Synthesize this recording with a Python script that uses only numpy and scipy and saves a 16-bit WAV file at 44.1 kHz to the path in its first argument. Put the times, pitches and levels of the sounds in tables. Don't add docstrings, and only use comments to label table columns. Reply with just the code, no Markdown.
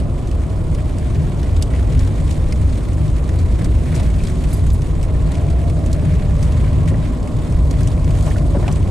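import sys
import numpy as np
from scipy import signal
from scipy.io import wavfile
from scipy.ndimage import uniform_filter1d

SR = 44100
rng = np.random.default_rng(int(sys.argv[2]) if len(sys.argv) > 2 else 0)


def magnitude_from_level(level_db):
    exponent = np.asarray(level_db, float) / 20
    return 10 ** exponent


def int16_out(signal):
    q = np.round(np.clip(np.atleast_2d(signal).T, -1, 1) * 32767)
    wavfile.write(sys.argv[1], SR, q.astype(np.int16))


N = 392490


def evened(x):
    return x / np.sqrt(np.mean(x ** 2) + 1e-20)


def read(points, hz):
    f, value = np.transpose(points)
    return np.interp(np.log(hz + 1), np.log(f + 1), value)


def column(rows, t, order):
    rows = np.array(rows)
    return np.interp(t, rows[:, 0], rows[:, order])


def add(mix, s, sound):
    part = mix[:, round(s * SR):][:, :sound.shape[-1]]
    part += sound[..., :part.shape[1]]


def band(x, lo_hz, hi_hz):
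    return signal.sosfilt(signal.butter(2, [lo_hz, hi_hz], "bandpass", fs=SR, output="sos"), x)


# [f/Hz, likeness 0-1]
LIKENESS = [(25, 0.999), (60, 0.995), (120, 1), (240, 0.65), (470, 0.81), (930, 0.55), (1840, 0.65),
            (3660, 0.46), (7250, 1), (14400, 1)]
# [f/Hz, level/dB]
LEFT_LEAN = [(60, -0.6), (130, 2.5), (290, -3.5), (630, -1), (1370, -1.5), (3010, -0.5), (6580, 0.5),
             (14400, -1)]
# [f/Hz, phase/rad]
LEFT_LEAD = [(25, -0.13), (60, -0.23), (125, -0.4), (260, -0.52), (520, -0.32), (1030, -0.63),
             (1810, -0.16), (2330, 0.064), (5080, 0.14), (7750, 0.73), (9910, 0.3), (14600, 0.2)]


def wash(size, colour_db, layers, patchy_db, flicker_db, steady):
    hop = size // 4
    frames, hz = N // hop + 5, np.fft.rfftfreq(size, 1 / SR)
    a, b, c, d, patches = rng.standard_normal((frames, len(hz), 5)).T
    patches = uniform_filter1d(patches, size=8, axis=0)
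    patches = evened(uniform_filter1d(patches, size=10, axis=1))
    flicker = evened(uniform_filter1d(rng.standard_normal(frames), size=6))

    same = np.clip(read(LIKENESS, hz), 0, 1)[:, None]
    left = a + 1j * b
    right = same * left + np.sqrt(1 - same ** 2) * (c + 1j * d)
    right = right * np.exp(-1j * read(LEFT_LEAD, hz))[:, None]
    lean = magnitude_from_level(read(LEFT_LEAN, hz) / 2)[:, None]
    shade_db = colour_db(hz)[:, None] + patchy_db * patches + flicker_db * flicker
    z = np.array([left * lean, right / lean]) * magnitude_from_level(shade_db)

    out = np.zeros((2, N))
    for lo, hi, level_db in layers:
        share = 1 / np.sqrt((1 + (lo / (hz + 1)) ** 12) * (1 + (hz / hi) ** 12))
        part = signal.istft(z * share[:, None], nperseg=size, noverlap=size - hop)[1][:, :N]
        power = uniform_filter1d((evened(part) ** 2).mean(0), size=3000)
        part = part / (power + .05) ** (steady / 2)
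        out += evened(part) * magnitude_from_level(np.interp(np.arange(N) / 64, np.arange(len(level_db)), level_db))
    return out


# [t/s, shaking level/dB]
ROAD = [(0.0, -17.5), (0.02, -17.5), (1.43, -17), (1.58, -12), (1.66, -19.5), (1.98, -11), (2.08, -16),
        (6.96, -13.5), (7.16, -20.5), (7.63, -14), (8.7, -16), (8.9, -15)]
# [t/s, boom lift/dB, drone lift/dB]
SURGES = [(0.02, -1.5, 7.5), (0.35, 5.5, -4), (.72, 5.5, 3.5), (1.2, 1, 3.5), (1.57, 6, -8), (1.8, 2, -3),
          (2.45, 5, -7), (2.04, 4, -5), (2.11, -4, 1.5), (2.68, 6.5, -1), (2.82, -10.5, -2.5),
          (3.07, 0.5, 5.5), (3.47, 5, 1), (3.69, 2.5, 3.5), (3.77, 6, -8), (3.87, -8, 2.5), (4.02, -1.5, 3.5),
          (4.21, 0, 0), (4.45, 1, 0.5), (4.68, 6, 4), (5.06, 1, -5), (5.36, -4, -1.5), (5.6, 1.5, -5),
          (6.08, -3, 4.5), (6.4, 1.5, 0.5), (6.96, -8.5, 4.5), (7.4, -1, 2.5), (7.6, 3.5, 0.5),
          (7.82, -6, 3.5), (8.1, -1, 2.5), (8.4, -3.5, 3), (8.62, -2, 1.5), (8.75, 0.5, 2.5)]


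def shake_db(t, order):
    half_width_s = 0.065
    swells = sum(surge[order] * np.exp(-((t - surge[0]) / half_width_s) ** 2) for surge in SURGES)
    return column(ROAD, t, order=1) + swells


# [f/Hz, level/dB per Hz]
BODY = [(8.8, -36), (15, -5.5), (49, 2), (80, -2), (154, -9), (210, -18), (618, -26.5), (875, -35),
        (1020, -36), (1500, -42.5), (1950, -75), (3300, -120)]
# [f/Hz, width/Hz, lift/dB]
CABIN = [(46, 8.8, -2), (64.5, 17, 4), (98.6, 25, 3), (150.6, 25, 7), (256.7, 33, 4.5), (324.5, 74, 3.5),
         (565, 38, -1), (1110, 600, 1)]


def body_colour(hz):
    lifts = sum(db / (1 + (2 * (hz - f) / width) ** 2) for f, width, db in CABIN)
    return read(BODY, hz) + lifts


# [t/s, level/dB]
LOAD = [(0, -3.5), (1.2, -2.5), (2.5, -4.5), (4, -1.5), (4.8, -9.5), (5.1, -0.5), (5.5, 1.5), (6.3, 0),
        (7.2, -0.5), (7.8, 0), (8.35, 2.5), (8.9, -3.5)]


def rumble():
    t = np.arange(0, N, 64) / SR
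    load_db = column(LOAD, t, order=1)
    boom = -3.5 + shake_db(t, order=1)
    drone = -7 + shake_db(t, order=2) + 0.24 * load_db + 0.26 * (t - t.mean())
    roar = -28.5 + 0.096 * load_db
    layers = [(0, 85, boom), (85, 200, drone), (200, 1400, roar)]
    return wash(size=8192, colour_db=body_colour, layers=layers,
                patchy_db=1.35, flicker_db=0.42, steady=0.25)


# [t/s, f/Hz, level/dB]
ENGINE = [(0.0, 55.67, -18), (1.56, 47.02, -28), (1.68, 53.16, -14.5), (2.68, 48.17, -15.5),
          (3.37, 56.46, -13.5), (4.34, 46.1, -20), (5.06, 55.64, -14), (5.23, 45.87, -36),
          (6.62, 52.2, -18.5), (8.63, 47.5, -10), (8.9, 42.7, -26)]


def engine():
    t = np.arange(N) / SR
    hz = uniform_filter1d(column(ENGINE, t, order=1), size=8000)
    turn = 2 * np.pi * np.cumsum(hz) / SR
    level_db = column(ENGINE, t, order=2) - 9.0 + np.array([[.4], [-.4]])
    return magnitude_from_level(level_db) * np.sqrt(2) * (np.sin(turn) + magnitude_from_level(-4) * np.sin(2 * turn))


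# [f/Hz, width/Hz, level/dB, how far it follows the load/dB per dB, lag/s]
DOOR_MODES = [(611, 99, -41.5, 1.4, 0.063), (597.5, 17.3, -45.5, 2.1, 0.05), (1040, 155, -46, 1.44, 1.27)]


def hum():
    out, t = np.zeros((2, N)), np.arange(N) / SR
    for hz, width, db, follows, lag in DOOR_MODES:
        z = rng.standard_normal((3, N))
        ring = band(z[0] + 0.74 * z[1:], hz - width / 2, hz + width / 2)
        out += evened(ring) * magnitude_from_level(db + follows * column(LOAD, t - lag, order=1))
    return out * magnitude_from_level(np.array([[-.7], [.7]]))


# [t/s, crunch level/dB, time to fade 6 dB/s (0.01 at least),
# spray over crunch/dB]
DRIFTS = [(0.0, -40, -0.1, -4), (.29, -47.5, -0.67, -3), (.92, -55, 1.7, -5.5), (1.24, -47.5, 0.53, -5.5),
          (1.44, -53, -1.7, -9), (1.75, -55, -0.26, -11), (2.02, -44.5, 0.32, -5.5), (2.31, -45, .04, 2),
          (2.75, -50, .45, -1), (3.34, -49, 0.3, -7), (3.63, -47, 0.43, -3.5), (3.97, -41, 0.1, -4.5),
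          (4.08, -47.5, 0.1, -6), (4.2, -50, -0.1, -7), (4.26, -43.5, 0.06, -3.5), (4.47, -47.5, 0.1, -16),
          (4.55, -50.5, 0.21, 3), (5.05, -46, -0.23, -2), (5.4, -45.5, 0.35, -7), (5.78, -51, 0.07, 1),
          (6.08, -41.5, 0.09, -7.5), (6.44, -45.5, 0.06, -1.5), (6.64, -42.5, 0.2, -7),
          (6.89, -39.5, 0.01, 1), (7.06, -42, .06, -6.5), (7.28, -51, .03, -4), (7.47, -44.5, .1, -4.5),
          (7.81, -43.5, 0.08, -3), (8.1, -47.5, 0.15, -6), (8.25, -44.5, 0.09, 2), (8.32, -42, 0, -6),
          (8.6, -43, -0.03, -3), (8.38, -43.5, 0, 1), (8.66, -45.5, 0.24, -3), (8.73, -64, -4, -7)]


def drifts(t, base_db, bright):
    power = sum(magnitude_from_level(db + bright * tilt - 6 * abs(t - s) / max(fall, .01)) ** 2
                for s, db, fall, tilt in DRIFTS)
    return 10 * np.log10(magnitude_from_level(base_db) ** 2 + power)


# [f/Hz, level/dB per Hz]
SPRAY = [(760, -5), (1300, 3), (1460, -1.5), (2180, -2), (2770, -7), (5500, -13), (8520, -9), (9310, -12.5),
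         (14000, -29.5)]


def snow():
    crumbs_per_s, crumbs_db, fade_s = 150, -7, 0.003
    t = np.arange(0, N, 64) / SR
    crunch = drifts(t, base_db=-51, bright=0)
    spray = drifts(t, base_db=-53, bright=1)
    hiss = wash(size=256, colour_db=lambda hz: read(SPRAY, hz),
                layers=[(1400, 3800, crunch), (3800, 22050, spray)],
                patchy_db=1.4, flicker_db=1.5, steady=0)
    size = magnitude_from_level(4.7 * np.minimum(rng.exponential(1, N), 4))
    size = size * (rng.random(N) < crumbs_per_s / SR)
    puffs = signal.lfilter([1], [1, -np.exp(-1 / (fade_s * SR))], size)
    return hiss * np.sqrt(1 + magnitude_from_level(crumbs_db) * puffs) * magnitude_from_level(-1.27)


# [t/s, bright peak level/dB, body relative to bright/dB, thud relative to bright/dB]
TICKS = [(0.2723, -34, -12, -13), (0.3122, -32, -12, -6), (0.7477, -29.5, -13, -10),
         (0.9837, -27.5, -23, -13), (1.1458, -36, -9, -8), (1.4296, -32.5, -9, -5), (1.5643, -31, -5.5, -6),
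         (1.6232, -16, -13.5, -20), (1.735, -36, -12, -1), (1.7604, -35, -15, 0), (1.9235, -33, -15, -10),
         (1.9919, -26, -12, -19), (2.9307, -34.5, -21, -7), (2.9414, -40, -19, -17),
         (2.9716, -39.5, -18, -8), (3.0784, -36.5, -7, -15), (3.2395, -39, -8, -11),
         (3.2765, -37.5, -10, -6), (3.2899, -29.5, -17, -11), (3.3887, -30, -12, -13),
         (3.6441, -22.5, -18, -19), (3.9464, -30.5, -12, -17), (3.9524, -23, -24, -22),
         (3.9604, -27, -12, -8), (3.9964, -29.5, -13, -6), (4.0307, -30, -16.5, -11),
         (4.0607, -32, -15, -8), (4.1001, -36, -17, -1), (4.1904, -39.5, -11, -2), (4.2358, -28, -14, -12),
         (4.2702, -27.5, -11, -15), (4.3036, -36, -18, -8), (4.3555, -42, -8, 2), (4.4034, -40, -18, -6.5),
         (4.4383, -29, -21, -7.5),
         (4.7017, -29.5, -12, -16), (4.762, -38, -11, -11), (4.8184, -30.5, -16, -8),
         (5.028, -25, -22, -13), (5.318, -26, -12, -18), (5.3517, -31.5, -11, -8), (5.484, -42, -7, -1),
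         (5.501, -32, -13, -8), (5.6974, -30.5, -13, -5), (5.8606, -29, -18, -11), (5.9144, -34, -13, -29),
         (5.9278, -26, -19, -18), (6.427, -24, -22, -15), (6.5201, -33, -9, -10), (6.8828, -32, -14, -4),
         (7.227, -36.5, -8.5, -7), (7.2734, -32.5, -21, -3), (7.5225, -31, -27, -11),
         (7.7094, -23, -13, -14), (7.8316, -26.5, -23, -18), (7.8725, -23.5, -25, -14),
         (7.9139, -37, -6, -7), (8.0431, -30, -22, -6), (8.1054, -31, -16, -6), (8.2237, -29, -27, -17),
         (8.3809, -32, -14, -3), (8.6792, -27.5, -8, -3), (8.7137, -31, -10, -7), (8.7241, -24, -24, -20),
         (8.8264, -37, -8.5, -1),
         (2.31, -25, -11, -9),
    (2.523, -25, -12, -13),
    (2.726, -37, -8, -6),
    (5.929, -20, -12, -22),
]


def ticks():
    ring_t60_s, click_t60_s, rise_s = 0.034, 0.0033, 0.00033
    echo_s, echo_db = 0.0026, -4
    out, t = np.zeros((2, N)), np.arange(3000) / SR
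    rows = TICKS
    noise = rng.standard_normal((len(rows), 3, len(t)))
    fall = magnitude_from_level(-60 * t / ring_t60_s) + 2.0 * magnitude_from_level(-60 * t / click_t60_s)
    for (s, db, body_db, thud_db), z in zip(rows, noise):
        grit = (z[0] + 0.56 * z[1:]) * fall * np.minimum(t / rise_s, 1)
        strike = grit + 9.3 * (t == t[8])
        # (low Hz, high Hz, dB)
        parts = [(9500, 15500, -16), (4500, 9400, 0),
                 (3100, 4900, body_db + 7), (1800, 3100, thud_db + 3)]
        burst = 0
        for lo, hi, lift in parts:
            rung = band(band(strike, lo, hi), lo, hi)
            burst = burst + magnitude_from_level(lift) * rung / abs(rung).max()
        burst = magnitude_from_level(db + 0.35) * burst
        add(out, s + 0.0007, burst * magnitude_from_level(np.array([[.4], [-.4]])))
        add(out, s + 0.0008 + echo_s, burst[::-1] * magnitude_from_level(echo_db))
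    return out


def struck(rows, t60_s, fuzz, spread, boost_db):
    out, t = np.zeros((2, N)), np.arange(4000) / SR
    noise = rng.standard_normal((len(rows), 3, len(t)))
    for (s, db, hz), z in zip(rows, noise):
        rattle = evened(band(z[0] + .5 * z[1:], hz / spread, hz * spread))
        ring = fuzz * rattle + np.sin(2 * np.pi * hz * t)
        ring = ring * magnitude_from_level(-60 * t / t60_s) * np.minimum(t / 0.0011, 1)
        add(out, s, magnitude_from_level(db + boost_db) * ring / abs(ring).max())
    return out


# [t/s, peak level/dB, f/Hz]
KNOCKS = [(.581, -39, 420), (.901, -38, 794), (3.771, -29, 395), (3.797, -39.5, 700), (6.022, -24, 403),
          (8.229, -31, 450), (8.625, -24, 640), (8.859, -28, 640), (1.738, -29, 611), (3.937, -32, 645),
          (3.969, -24, 471), (3.997, -23.5, 700), (5.776, -31, 603), (6.91, -22, 545), (6.949, -24, 557),
          (7.708, -25, 450), (8.267, -20.5, 605), (8.286, -22, 585), (8.544, -23, 560), (8.552, -29, 705),
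          (8.597, -21.5, 544), (8.678, -19.5, 713), (8.883, -25, 600)]


def trim_knocks():
    return struck(KNOCKS, t60_s=0.1, fuzz=1.0, spread=1.5, boost_db=2.0)


# [t/s, peak level/dB, f/Hz]
SNAPS = [(1.0241, -34, 1753), (1.624, -26, 2900), (1.7355, -29, 1980), (2.5232, -23.5, 2100),
         (3.2904, -29, 1890), (3.6112, -25.5, 1940), (3.9265, -33.5, 2070), (3.9602, -35, 2390),
         (4.2018, -27, 2350), (4.8993, -34.5, 1910), (5.096, -33, 2110), (5.1477, -32, 1820),
         (5.352, -33, 2390), (6.425, -36, 1460), (6.876, -26, 1960), (6.9022, -29.5, 1906),
         (6.942, -26, 1960), (7.0273, -42, 1730), (7.7097, -42, 1440), (7.873, -30.5, 2950),
         (8.2347, -40, 1400), (8.266, -28.5, 2450), (8.31, -24.5, 1810), (8.3597, -25, 1450),
         (8.64, -27.5, 1800), (8.79, -42, 2300), (5.485, -32, 2400), (8.663, -28, 1540),
         (8.6787, -21.5, 2370)]


def panel_snaps():
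    return struck(SNAPS, t60_s=0.035, fuzz=.8, spread=1.2, boost_db=-1.5)


# [t/s, peak level/dB, f/Hz]
THUMPS = [
    (3.965, -17, 293),
    (8.39, -24, 149),
    (8.7, -14, 150),
    (8.75, -25, 149),
    (8.549, -15.5, 352),
    (8.568, -11.5, 199),
]


def suspension_thumps():
    return struck(THUMPS, t60_s=0.092, fuzz=2.7, spread=1.55, boost_db=-0.5)


# [f/Hz, level/dB, time to fade 60 dB/s]
KEYS = [
    [(4829, -6, .11), (7800, -1, .06), (9044, -5, .045), (10240, -6, .05), (11320, -1, .025),
     (13400, -20, .04)],
    [(6864, -5, .05), (7655, -2, .04), (8323, -2, .09), (9485, -4, .1), (10630, 0, .03), (11800, -14, .05)],
]
# [t/s, peak level/dB, which key, lowest note rung f/Hz]
CHINKS = [
    (4.505, -45, 1, 9600),
    (4.53, -30, 0, 4000),
    (4.566, -42, 1, 9600),
    (4.731, -36, 1, 6000),
]


def keys():
    out, t = np.zeros((2, N)), np.arange(6000) / SR
    scrapes = rng.standard_normal((len(CHINKS), 900)) * magnitude_from_level(-14 * t[:900] / t[900])
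    for (s, db, key, lowest_hz), scrape in zip(CHINKS, scrapes):
        notes = [note for note in KEYS[key] if note[0] > lowest_hz]
        ring = sum(magnitude_from_level(d - 60 * t / t60) * np.sin(2 * np.pi * f * t) for f, d, t60 in notes)
        ring = signal.fftconvolve(ring, scrape)
        add(out, s, magnitude_from_level(db) * ring / abs(ring).max())
        grit = band(band(scrape, 6300, 14500), 6300, 11500)
        add(out, s, magnitude_from_level(db + 4) * grit / abs(grit).max())
    return out


# [t/s, f/Hz, level/dB]
WHINE = [
    (5.0, 590, -44),
    (5.15, 635, -44),
    (5.31, 668, -47),
    (5.37, 679, -38.5),
    (5.72, 685, -38.5),
    (5.88, 652, -44),
    (6.1, 620, -42),
    (6.3, 600, -43),
    (6.4, 597, -50),
]


def whine():
    out, t = np.zeros((2, N)), np.arange(WHINE[0][0], WHINE[-1][0], 1 / SR)
    waver = 1 + 0.0036 * evened(uniform_filter1d(rng.standard_normal(len(t)), size=1500))
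    turn = 2 * np.pi * np.cumsum(column(WHINE, t, order=1) * waver) / SR
    tone = np.sqrt(2) * np.sin(turn) * signal.windows.tukey(len(t), .2)
    level_db = column(WHINE, t, order=2) - 1.5 + np.array([[-1.2], [1.2]])
    add(out, t[0], tone * magnitude_from_level(level_db))
    return out


def scene():
    steady = rumble() + engine() + hum() + snow()
    knocking = ticks() + trim_knocks() + panel_snaps() + suspension_thumps()
    return steady + knocking + keys() + whine()


def roll_off(x):
    return signal.sosfilt(signal.butter(12, 14990, fs=SR, output="sos"), x)


def record(dry):
    power = uniform_filter1d((dry ** 2).mean(0), size=600)
    peak_db = 10 * np.log10(abs(power) + 1e-12)
    over_db = uniform_filter1d(np.maximum(peak_db + 12.5, 0), size=600)
    rounded = 1.154 * np.tanh(dry / 1.146)
    held = rounded * magnitude_from_level(0.5 - 0.25 * over_db)
    edge = signal.firwin2(1023, [0, 14250, 14400, 15000, SR / 2], [1, 1, .02, .035, 0], fs=SR)
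    return roll_off(signal.oaconvolve(held, edge[None], "same"))


dry = scene()
out = record(dry)
int16_out(out)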